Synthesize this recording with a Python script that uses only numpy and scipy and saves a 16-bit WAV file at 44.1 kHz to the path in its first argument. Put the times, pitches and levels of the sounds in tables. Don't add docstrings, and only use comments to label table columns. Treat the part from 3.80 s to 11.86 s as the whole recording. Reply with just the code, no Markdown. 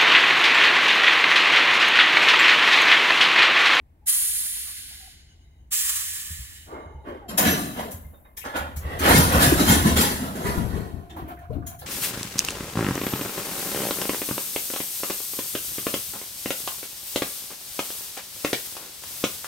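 import sys
import numpy as np
from scipy import signal
from scipy.fft import rfft, irfft, next_fast_len
from scipy.io import wavfile
from scipy.ndimage import uniform_filter1d

SR = 44100
rng = np.random.default_rng(int(sys.argv[2]) if len(sys.argv) > 2 else 0)


def master_out(mix):
    frames = np.transpose(np.atleast_2d(mix))
    ceiling = np.clip(frames, -1, 1)
    pcm = np.round(ceiling * 32767).astype(np.int16)
    wavfile.write(sys.argv[1], SR, pcm)


N = 355446

# (start [s], opening [s], hiss [dB], fall [dB/s], nearly empty after [s])
VALVES = [(.256, 0.035, -19, 30.5, 1.04), (1.904, 0.036, -19.5, 32, 0.95)]
# (time [s], rise [s], force [dB], car body [Hz], extra thud [dB], extra clang [dB],
# extra scrape [dB], ring time [ratio])
JOLTS = [(2.859, .11, -37, 350, -1, -2.5, 4, 0.86), (3.24, 0.052, -35.5, 337, 0, -3, -2.5, 0.77),
         (3.479, 0.035, -32, 198, -1.5, -5, -3.5, 0.78), (3.572, .025, -25.5, 163, -5, 2, -3.5, 0.72),
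         (3.6, 0.08, -21.5, 170, 0.5, -0.5, 0, 1.02), (3.945, 0.053, -33, 217, 0, 3.5, 2.5, 0.71),
         (4.325, 0.014, -65.5, 300, 2, 10.5, 0, .6), (4.445, .01, -62.5, 300, -1, 7, 0, 0.68),
         (4.635, 0.023, -36, 298, -5.5, 3.5, -5, 1.1), (4.737, 0.027, -33.5, 320, 3.5, 8.5, -9, 0.65),
         (4.99, .14, -37, 246, -1.5, 2.5, -3, 2.1), (5.195, 0.066, -23.5, 210, 1, 4.5, 0, 0.95),
         (5.24, 0.072, -19, 159, -0.5, 3, -1, 1.01), (5.32, 0.053, -17.5, 165, -1.5, -3.5, 0.5, 0.89),
         (5.48, .075, -21.5, 171, 0.5, 2, -1, 1.17), (5.59, .042, -17.5, 168, -2.5, -1.5, 0, 1.05),
         (5.76, 0.044, -21.5, 187, 0, -1, 0, 1), (5.85, 0.053, -17.5, 150, -1, -0.5, 0, 0.92),
         (6.03, .04, -23, 194, 2, -1, 0.5, 1), (6.155, .02, -19.5, 166, -4, -0.5, 0.5, 0.96),
         (6.195, .018, -21, 159, -3, -6.5, 1.5, 0.82), (6.36, 0.086, -32, 190, 1.5, -2.5, -0.5, 1.24),
         (6.512, 0.11, -31, 202, -2.5, -6.5, -1.5, 1.6), (6.636, 0.038, -27.5, 210, -0.5, 1, 0, 0.98),
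         (6.731, 0.057, -34, 193, 2, -8, -1.5, 1.2), (6.85, .12, -36, 195, -1, -3, -0.5, 1.16),
         (7.293, 0.022, -48.5, 197, 0.5, -4, -0.5, 0.68), (7.359, 0.011, -44.5, 227, 1.5, 4, 0.5, .8),
         (7.47, 0.022, -44, 232, -2, -3, -1.5, 0.62), (7.702, 0.0044, -49, 230, 3, -22, 1, .7),
         (8.012, 0.0083, -44, 196, -5.5, 2, -3, 1)]
# (mode [Hz], level [dB])
CASTING_MODES = [(2690, 1.5), (3185, 3.5), (3887, 2.5), (4436, -4), (5283, 0.5), (5997, -4), (7015, 1),
                 (7085, -3), (7490, 2.5), (8100, -14), (8590, -10), (9168, -1.5), (9760, 2), (10452, -21.5),
                 (10685, -13), (11068, 1), (11660, 9), (12145, -19), (12685, -1.5), (13010, -12),
                 (13500, -17), (14370, -13)]
# (frequency [Hz], level [dB])
RUMBLE_SPECTRUM = [(20, -19.5), (38, -18.5), (55, -6.5), (70, 0), (84, 2.5), (105, -11.5), (150, -10.5),
                   (250, -36), (500, -57)]
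# (frequency [Hz], L-R likeness [ratio] / balance [dB] / left lead [ms])
TRAIN_PLACE = ([(100, 0.98), (400, 0.92), (1000, 0.79), (3000, 0.24), (12000, 0.16)], [(150, 1), (700, 1),
               (1600, -6.5), (2600, 7.5), (3900, -3.5), (5800, 5.5), (7300, -1), (8600, 6), (10300, 1),
               (13500, 12), (15700, -5)], [(150, .05), (500, 0.33), (1200, 0.36), (2000, 0.5006)])
FULL_FORCE_DB, STEEL_DB_PER_DB = -17, 1.593


def amp(db):
    return 10 ** (np.asarray(db) / 20)


def unit(x):
    return x / np.sqrt(np.mean(x ** 2) + 1e-20)


def along(points, hz):
    f, v = np.transpose(points)
    return np.interp(np.log(hz + 1), np.log(f + 1), v)


def curves(rows):
    s, *cols = np.transpose(rows)
    return [np.interp(np.arange(N) / SR, s, c) for c in cols]


def wobble(rate, size):
    knots = rng.standard_normal(int(size * rate / SR) + 3)
    fine = signal.resample_poly(knots, 10, 1)
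    return np.interp(np.arange(size) * (10 * rate / SR), np.arange(len(fine)), fine)


def grid(size):
    return np.fft.rfftfreq(size, 1 / SR)


def noise(gain, size, place=TRAIN_PLACE):
    hz = grid(size)
    alike, balance_db, lead_ms = (along(points, hz) for points in place)
    turn = np.arccos(np.clip(alike, -1, 1)) / 2
    mid, side = rfft(rng.standard_normal((2, size))) * gain * [np.cos(turn), np.sin(turn)]
    skew = amp(balance_db / 2) * np.exp(1j * np.pi * hz * lead_ms / 1000)
    norm = np.sqrt(abs(skew) ** 2 + abs(skew) ** -2)
    return unit(irfft(np.array([(mid + side) * skew, (mid - side) / skew]) / norm, size))


def long_noise(spectrum, place=TRAIN_PLACE):
    size = next_fast_len(N)
    return noise(amp(along(spectrum, grid(size))), size, place)[:, :N]


def ringing(modes, size, width_hz, scatter_db):
    mode_hz, mode_db = np.transpose(modes)
    peaks = 1 / (1 + (2 * (grid(size) - mode_hz[:, None]) / width_hz) ** 2)
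    return noise(amp(mode_db + rng.normal(0, scatter_db, len(mode_db))) @ peaks, size)


def swell(t, rise_s, t60_s):
    return np.clip(t / rise_s, 0, 1) * amp(-60 * np.maximum(t - rise_s, 0) / t60_s)


def add(track, s, sound):
    part = track[..., round(s * SR):][..., :sound.shape[-1]]
    part += sound[..., :part.shape[-1]]


def outdoors(level_db=-56):
    spectrum = [(20, -12.5), (35, -5), (62, 1), (100, -18.5), (160, -17.5), (300, -20.5), (500, -31.5),
                (800, -27.5), (1300, -39), (2100, -38.5), (3500, -48), (6000, -54), (15000, -47.5)]
    return amp(level_db) * long_noise(spectrum)


def yard_echo(x, level_db=-14):
    decay = [(150, 1.2), (1000, 1.1), (5000, 0.53), (14000, 1.64)]  # (frequency [Hz], t60 [s])
    hz, t, z = signal.stft(rng.standard_normal((2, 3 * SR // 2)), SR, nperseg=256)
    tail = signal.istft(z * amp(-60 * t / along(decay, hz)[:, None]), SR, nperseg=256)[1]
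    return amp(level_db) * signal.fftconvolve(x, tail / np.linalg.norm(tail[0]), axes=1)[:, :N]


def wind(rise_s=0.0063, t60_s=0.45, right_db=-15):
    puffs = [(6.643, -21.5), (6.774, -15.5), (6.844, -21), (6.93, -20), (6.985, -24), (7.134, -27),
             (7.417, -33), (7.695, -26), (7.755, -23)]
    buffet = [(25, -21), (70, 2), (180, -6), (300, -11.5), (500, -30.5), (1200, -37), (3000, -96)]  # (frequency [Hz], level [dB])
    out, size = np.zeros(N), SR // 2
    t = np.arange(size) / SR
    for s, db in puffs:
        eddy = unit(irfft(rfft(rng.standard_normal(size)) * amp(along(buffet, grid(size))), size))
        add(out, s, amp(db) * swell(t, rise_s, t60_s) * eddy)
    return out * amp([[0], [right_db]])


def wheel(waver=0.00645, flicker_db=1, rub_db=-3):
    song = [(6.9, 683, -56.5), (7.2, 690, -55.5), (7.45, 700, -45.5), (7.7, 700, -50), (7.95, 692, -50),
            (8.06, 703, -62)]
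    flange = [(500, -47), (640, 5.5), (770, 7.5), (880, -31), (1020, 4), (1200, -14), (1400, -2),
              (1750, -14), (1950, -24), (2150, -13), (3200, -22), (6000, -37.5)]
    hz, db = curves(song)
    phase = 2 * np.pi * np.cumsum(hz * (1 + waver * wobble(60, N))) / SR
    note = np.sin(phase) * amp(flicker_db * wobble(30, N))
    rub = amp(rub_db + 4.3 * wobble(19, N)) * long_noise(flange)
    started = np.arange(N) / SR > song[0][0]
    return started * amp(db) * (note + rub)


def rolling():
    levels = [(0, -58), (2.4, -55.5), (3.2, -51.5), (4.25, -48), (4.45, -63), (5.15, -34), (5.33, -22),
              (6.15, -26), (6.55, -44), (7.3, -46.5), (8.06, -42.5)]
    db, = curves(levels)
    return amp(db) * long_noise(RUMBLE_SPECTRUM)


def drained_pipes(ring_db=-59, fall_db_per_s=30, waver_db=3):
    pipe_modes = [(1560, -5), (2070, 1), (2980, 4), (3820, 0.5), (6550, -0.5), (7100, -9), (9220, -7.5),
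                  (10750, -4.5)]
    out, size = np.zeros((2, N)), 2 * SR
    t = np.arange(size) / SR
    for s, opening_s, _, _, empty_s in VALVES:
        gate = np.clip(np.minimum(t, t[-1] - t) / opening_s, 0, 1)
        level = amp(ring_db - fall_db_per_s * np.maximum(t - empty_s, 0))
        ring = sum(amp(waver_db * wobble(22, size)) * ringing(modes, size, width_hz=173, scatter_db=1)
                   for modes in (pipe_modes[::2], pipe_modes[1::2]))
        add(out, s, gate * level * unit(ring))
    return out


def taps(rise_s=0.015, t60_s=0.15):
    touches = [(3.481, -35), (3.661, -37)]  # (time [s], level [dB])
    out, size = np.zeros((2, N)), SR // 2
    envelope = swell(np.arange(size) / SR, rise_s, t60_s)
    for s, db in touches:
        add(out, s, amp(db) * envelope * ringing(CASTING_MODES, size, width_hz=28, scatter_db=0.5))
    return out


def squeaks(rise_s=0.018, squeak_waver_hz=18, groan_waver_hz=30, rough_db=3.5):
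    slips = [(2.93, 2130, -50.5, 0.82), (3.27, 2080, -57.5, 0.33), (3.499, 11700, -42.5, .12),
             (3.661, 5900, -29, .25), (3.695, 6000, -28.5, 0.33), (3.695, 12600, -22, .1),
             (3.682, 11800, -29, .1), (3.79, 8900, -36.5, .35), (4.334, 3670, -62, 0.15),
             (4.44, 3730, -63, .15), (4.235, 2080, -61, .3), (4.45, 2080, -60, .25),
             (4.757, 12300, -37.5, .13), (4.785, 3262, -41, .16), (5.28, 11560, -28.5, .07),
             (5.372, 11650, -22.5, .07), (5.41, 14400, -25, .12), (5.765, 1325, -29.5, .15),
             (5.873, 3180, -22.5, .12), (5.88, 12900, -25, .07), (5.91, 7100, -19, .07),
             (5.925, 10800, -28.5, .35), (5.9, 5970, -31, .3), (5.61, 9830, -27.5, .25),
             (6.164, 7080, -25, .2), (6.195, 12690, -25, .25), (6.2, 10690, -26.5, .18),
             (6.201, 5960, -34, .1), (6.205, 7490, -27.5, .08)]
    groans = [(0.201, .1, 844, 830, -66.5), (1.19, .12, 750, 753, -58), (3.041, 0.3, 900, 840, -54),
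              (3.392, .15, 900, 605, -47.5), (7.291, 0.3, 339, 325, -41)]
    out, size = np.zeros(N), SR // 2
    t = np.arange(size) / SR

    def rough_tone(hz):
        return unit(np.sin(2 * np.pi * np.cumsum(hz) / SR) * amp(rough_db * wobble(110, size)))

    for s, hz, db, t60_s in slips:
        squeak = rough_tone(hz + squeak_waver_hz * wobble(150, size)) / np.sqrt(2)
        add(out, s, amp(db) * swell(t, rise_s, t60_s) * squeak)
    for s, length_s, start_hz, end_hz, db in groans:
        progress = np.clip(t / length_s, 0, 1)
        hz = start_hz + (end_hz - start_hz) * progress + groan_waver_hz * wobble(200, size)
        add(out, s, amp(db) * np.sin(np.pi * progress) * rough_tone(hz))
    return out


def knocks(rise_s=0.006, t60_s=0.2, width_oct=0.4, ripple_db=5, rattle_db=2):
    hits = [(.405, 700, -58), (.62, 1250, -56), (.655, 780, -58.5), (.76, 1150, -58), (.86, 700, -64),
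            (1.105, 720, -58), (2.92, 380, -42), (3.275, 480, -38), (3.655, 1800, -26), (3.71, 550, -24),
            (3.985, 750, -32), (4.04, 380, -37), (4.335, 1300, -59), (4.405, 652, -60), (4.448, 1800, -58),
            (4.612, 2400, -41), (4.68, 416, -38), (5.08, 1200, -47), (5.275, 476, -24), (5.355, 4000, -26),
            (5.618, 11000, -25), (5.715, 300, -18), (5.885, 12500, -24), (5.918, 7500, -25),
            (6.208, 12000, -24), (6.3, 450, -33), (6.55, 380, -35), (6.97, 380, -35), (7.294, 3000, -48),
            (7.362, 1000, -40), (7.385, 3100, -55), (7.43, 190, -39), (7.5, 1003, -49), (7.569, 1700, -49),
            (7.645, 1350, -53), (7.703, 480, -36), (7.729, 3500, -61.5), (7.78, 307, -33),
            (7.82, 1300, -49), (8.01, 3970, -51)]
    out, size = np.zeros((2, N)), SR // 2
    t, hz = np.arange(size) / SR, grid(size)
    for s, part_hz, db in hits:
        offset_oct = np.log2((hz + 1) / part_hz)
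        cluster = amp(ripple_db * wobble(1400, len(hz))) / (1 + (offset_oct / width_oct) ** 4)
        envelope = amp(db + rattle_db * wobble(94, size)) * swell(t, rise_s, t60_s)
        add(out, s, envelope * noise(cluster, size))
    return out


def rods(rise_s=0.01, t60_s=0.24, ring_t60_s=0.27, ring_db=-4, ripple_db=4.5, detune=0.0252):
    clinks = [(3.574, -12.5, -1), (4.106, -33.5, 3.5), (4.566, -32, -0.5), (4.645, -38, -9),
              (4.758, -31, -5.5), (4.959, -36, -1), (5.188, -29.5, -3), (6.55, -38, -5), (6.765, -41, 0),
              (7.294, -50, -7.5), (7.36, -46.5, 8), (7.476, -46, 8), (7.584, -59, -1), (7.722, -58.5, 7),
              (7.862, -33.5, 0.5), (7.985, -41, 2)]
    spectrum = [(500, -12), (1500, -3.5), (2800, -8.5), (3800, -10.5), (5300, -4.5), (6700, -1),
                (8600, -6.5), (9400, 3.5), (11000, -1), (12500, 0.5), (14500, -4.5), (15700, 1.5)]
    rod_modes = [(1700, -1), (3260, -3), (3850, -6.5), (5900, -6), (6700, 1), (7876, -1), (9259, -5.5),
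                 (10080, -2), (10790, 3), (11280, -3), (12130, -0.5), (12540, 7), (13000, -1), (14300, 6.5),
                 (15200, 0)]
    out, size = np.zeros((2, N)), SR // 2
    t, hz = np.arange(size) / SR, grid(size)
    for s, db, tilt_db_per_oct in clinks:
        crowd = noise(amp(along(spectrum, hz) + ripple_db * wobble(550, len(hz))), size)
        this_rod = [(f * (1 + detune * rng.standard_normal()), level) for f, level in rod_modes]
        ring = ringing(this_rod, size, width_hz=90, scatter_db=3.5)
        tilt = amp(tilt_db_per_oct * np.log2(np.maximum(hz, 1500) / 8000))
        crowd, ring = (unit(irfft(rfft(x) * tilt, size)) for x in (crowd, ring))
        add(out, s, amp(db) * swell(t, rise_s, t60_s) * crowd)
        add(out, s, amp(db + ring_db) * swell(t, rise_s, ring_t60_s) * ring)
    return out


def tank(rise_s=0.0056, t60_cycles=17, overtone_ratio=1.9, overtone_db=-8):
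    booms = [(2.505, -30, 77.5), (2.59, -30, 62), (3.055, -35, 79), (3.148, -31, 69), (3.27, -30.5, 328),
             (3.486, -32, 203), (3.605, -21, 186), (3.67, -24, 85), (4.138, -31.5, 91.3),
             (4.25, -32.5, 74.5), (4.655, -35, 283), (4.8, -26, 74), (4.963, -24.5, 76),
             (5.048, -21.5, 72.4), (5.31, -17.5, 88), (5.345, -16.5, 235), (5.385, -14, 83),
             (5.67, -12.5, 131), (5.812, -12.5, 192), (5.905, -18, 174), (6.053, -9, 170),
             (6.061, -21.5, 323), (5.925, -20.5, 490), (7.7, -36, 228), (7.703, -38, 530)]
    out, t = np.zeros(N), np.arange(SR // 2) / SR
    for s, db, hz in booms:
        phase, t60_s = 2 * np.pi * hz * t, t60_cycles / hz
        low = swell(t, rise_s, t60_s) * np.sin(phase)
        high = amp(overtone_db) * swell(t, rise_s, t60_s / 2) * np.sin(overtone_ratio * phase)
        add(out, s, amp(db) * (low + high))
    return out


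def vent(valve, jet, port, pipe_hold, pipe_db, flutter_db, ripple_db, edge_db):
    # (frequency [Hz], L-R likeness [ratio] / balance [dB] / left lead [ms])
    place = ([(200, 1), (2000, 0.62), (6000, 0.56), (14000, 0.29)], [(600, 6), (1150, -14), (1700, -9),
             (2700, 3.5), (4000, 0), (7500, -2.5), (11000, -1), (15000, -2.5)], [(300, -0.033),
             (1000, -0.14), (3500, -0.1), (7000, -0.12)])
    surges = [(0.272, 1), (0.3, 3.5), (2.099, 5.5), (2.165, 3)]  # (time [s], boost [dB])
    jet_edge = [(400, -26), (800, -15.5), (1150, 4.5), (1500, -4.5), (2200, -30)]
    sag_db_per_s2, collapse_db_per_s, surge_s = 15, 92.5, 0.0096
    s, opening_s, hiss_db, fall_db_per_s, empty_s = valve
    size = next_fast_len(N)
    t, hz = np.arange(N) / SR, grid(size)
    age_s = np.maximum(t - s, 0)

    def jet_noise(ripple_rate, power):
        colour = amp(along(jet, hz) + ripple_db * wobble(ripple_rate, len(hz)))
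        return noise(colour * np.sqrt(power), size, place)[:, :N]

    resonance = sum(amp(db) ** 2 / (1 + (2 * (hz - f) / width) ** 2) for f, width, db in port)
    air = jet_noise(1800, 1 + resonance)
    pipe = jet_noise(900, (0.061 + resonance) / (1 + (hz / 4600) ** 12))
    spent_db = -fall_db_per_s * age_s - sag_db_per_s2 * age_s * (age_s - empty_s)
    spent_db -= collapse_db_per_s * np.maximum(age_s - empty_s, 0)
    surge_db = sum(db * np.exp(-((t - at) / surge_s) ** 2) for at, db in surges)
    gate = np.sin(np.pi / 2 * np.clip(age_s / opening_s, 0, 1)) ** 2
    edge = amp(edge_db + 3.2 * wobble(16, N)) * long_noise(jet_edge, place)
    hollow = amp(pipe_db - pipe_hold * spent_db - 0.56 * wobble(4.8, N)) * pipe
    level = amp(hiss_db + spent_db + surge_db + flutter_db * wobble(41, N))
    return gate * level * (air + hollow + edge)


def brake_valves():
    # (frequency [Hz], level [dB])
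    first_jet = [(500, -49), (850, -47), (1600, -23), (3200, -20), (5800, -11), (7300, -3.5), (8000, -7.5),
                 (8800, 2.5), (10300, -0.5), (11600, 1.5), (12800, -3), (14300, -5), (15700, -10)]
    second_jet = [(500, -36), (800, -43), (1100, -23.5), (1800, -10.5), (3000, -4.5), (4200, -6.5),
                  (5500, -3), (6700, 1), (8400, 0), (10200, 1.5), (11800, 4.5), (13300, -3), (15700, 0)]
    # (frequency [Hz], width [Hz], level [dB])
    first_port = [(1730, 260, -19.5), (2026, 200, -12.5), (3200, 250, -12), (3700, 200, -19.5),
                  (7200, 260, -3.5), (9500, 220, -6), (10280, 240, 8), (11690, 160, -3)]
    second_port = [(1740, 190, 1), (4160, 200, -11.5), (7520, 240, 6), (9900, 900, 0)]
    first = vent(VALVES[0], first_jet, first_port,
                 pipe_hold=0.54, pipe_db=-16, flutter_db=0.5, ripple_db=3, edge_db=-38)
    second = vent(VALVES[1], second_jet, second_port,
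                  pipe_hold=0.4, pipe_db=-16.5, flutter_db=0.7, ripple_db=4, edge_db=-27.5)
    return first + second


def chatter(count=14, from_db=-25, ping_db=-10.5, scatter_db=2, pan_db=3, detune=0.015):
    out, t = np.zeros((2, N)), np.arange(SR // 5) / SR
    envelope = swell(t, rise_s=0.0022, t60_s=0.1)
    for s, rise_s, force_db, *_ in JOLTS:
        chance, spread = rng.random((count, 4)), rng.standard_normal((count, 3))
        if force_db < from_db:
            continue
        mean_db = FULL_FORCE_DB + STEEL_DB_PER_DB * (force_db - FULL_FORCE_DB) + ping_db
        for (when, which, *phases), (strength, pan, off) in zip(chance, spread):
            hz = CASTING_MODES[int(which * len(CASTING_MODES))][0] * (1 + detune * off)
            db = mean_db + scatter_db * strength + pan_db * pan * np.array([[1], [-1]])
            ping = envelope * np.sin(2 * np.pi * (hz * t + np.array(phases)[:, None]))
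            add(out, s + rise_s * (0.5 + when), amp(db) * ping)
    return out


def spectral_flicker(x, depth_db=2):
    z = signal.stft(x, nperseg=1024)[2]
    patches = uniform_filter1d(rng.standard_normal(z.shape[1:]), size=4, axis=0)
    patches = uniform_filter1d(patches, size=5, axis=1)
    warbled = signal.istft(z * amp(depth_db * unit(patches)), nperseg=1024)[1][:, :N]
    return unit(warbled) * np.sqrt(np.mean(x ** 2))


def couplers():
    # (frequency [Hz], level [dB])
    body_spectrum = [(60, -42), (110, -6), (175, 0.5), (260, -3), (340, -4.5), (480, -12), (800, -18),
                     (2000, -76.5)]
    frame_spectrum = [(200, -55.5), (400, -10.5), (540, -1), (750, -0.5), (1050, 0), (1350, -3.5),
                      (1850, -6), (2300, -13), (3000, -12), (6000, -31.5)]
    steel_spectrum = [(1500, -36.5), (2500, -3.5), (3200, -0.5), (4300, 3.5), (5000, 0.5), (7200, 0),
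                      (8300, -2), (10200, 3), (11800, 0.5), (14300, -1.5), (15700, -7)]
    body_t60_s, frame_t60_s, steel_t60_s = 0.81, 0.67, 0.7
    body_db, heave_db, frame_db, steel_db, casting_db = 0.94, -13, 1.05, -0.5, -7
    body_hz, clang_hz, dull_hz = 175, 1980, 6000
    arrival_s, far_db_per_s = 3.527, 46
    out, size = np.zeros((2, N)), 25600
    t, hz = np.arange(size) / SR, grid(size)

    def shaken(db, ripple_db=3.2):
        return noise(amp(db + ripple_db * wobble(752, len(hz))), size)

    for s, rise_s, force_db, car_hz, thud_db, clang_db, scrape_db, sustain in JOLTS:
        over_db = force_db - FULL_FORCE_DB
        far_db = far_db_per_s * max(arrival_s - s, 0)
        judder = amp(0.5 * (wobble(131.6, size) - 1.12))
        body = amp(body_db) * shaken(along(body_spectrum, hz * body_hz / car_hz))
        body += amp(heave_db) * shaken(along(RUMBLE_SPECTRUM, hz))
        thud = amp(over_db + thud_db) * swell(t, rise_s, body_t60_s * sustain) * body
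        bright_db = (7 + 0.52 * over_db) * np.minimum(hz / clang_hz, 1)
        frame = shaken(along(frame_spectrum, hz) + bright_db - far_db * np.minimum(hz / dull_hz, 1))
        clang = amp(over_db + frame_db + clang_db) * swell(t, rise_s, frame_t60_s * sustain) * frame
        steel = judder * shaken(along(steel_spectrum, hz))
        steel += amp(casting_db) * ringing(CASTING_MODES, size, width_hz=26, scatter_db=5.5)
        scrape_gain = amp(STEEL_DB_PER_DB * over_db + steel_db + scrape_db - far_db)
        scrape = scrape_gain * swell(t, rise_s, steel_t60_s * sustain) * steel
        add(out, s, amp(FULL_FORCE_DB) * (judder * (thud + clang) + scrape))
    return out


def scene():
    air = brake_valves()
    gear = spectral_flicker(couplers()) + chatter() + taps() + knocks() + squeaks() + rods() + tank()
    return outdoors() + air + drained_pipes() + gear + yard_echo(gear) + rolling() + wheel() + wind()


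def record(dry, ceiling=0.6, top_hz=15780):
    rounded = dry / (1 + (dry / ceiling) ** 6) ** (1 / 6)
    size = next_fast_len(N + SR // 2)
    return irfft(rfft(rounded, size) / np.sqrt(1 + (grid(size) / top_hz) ** 600), size)[:, :N]


dry = scene()
out = record(dry)
master_out(out)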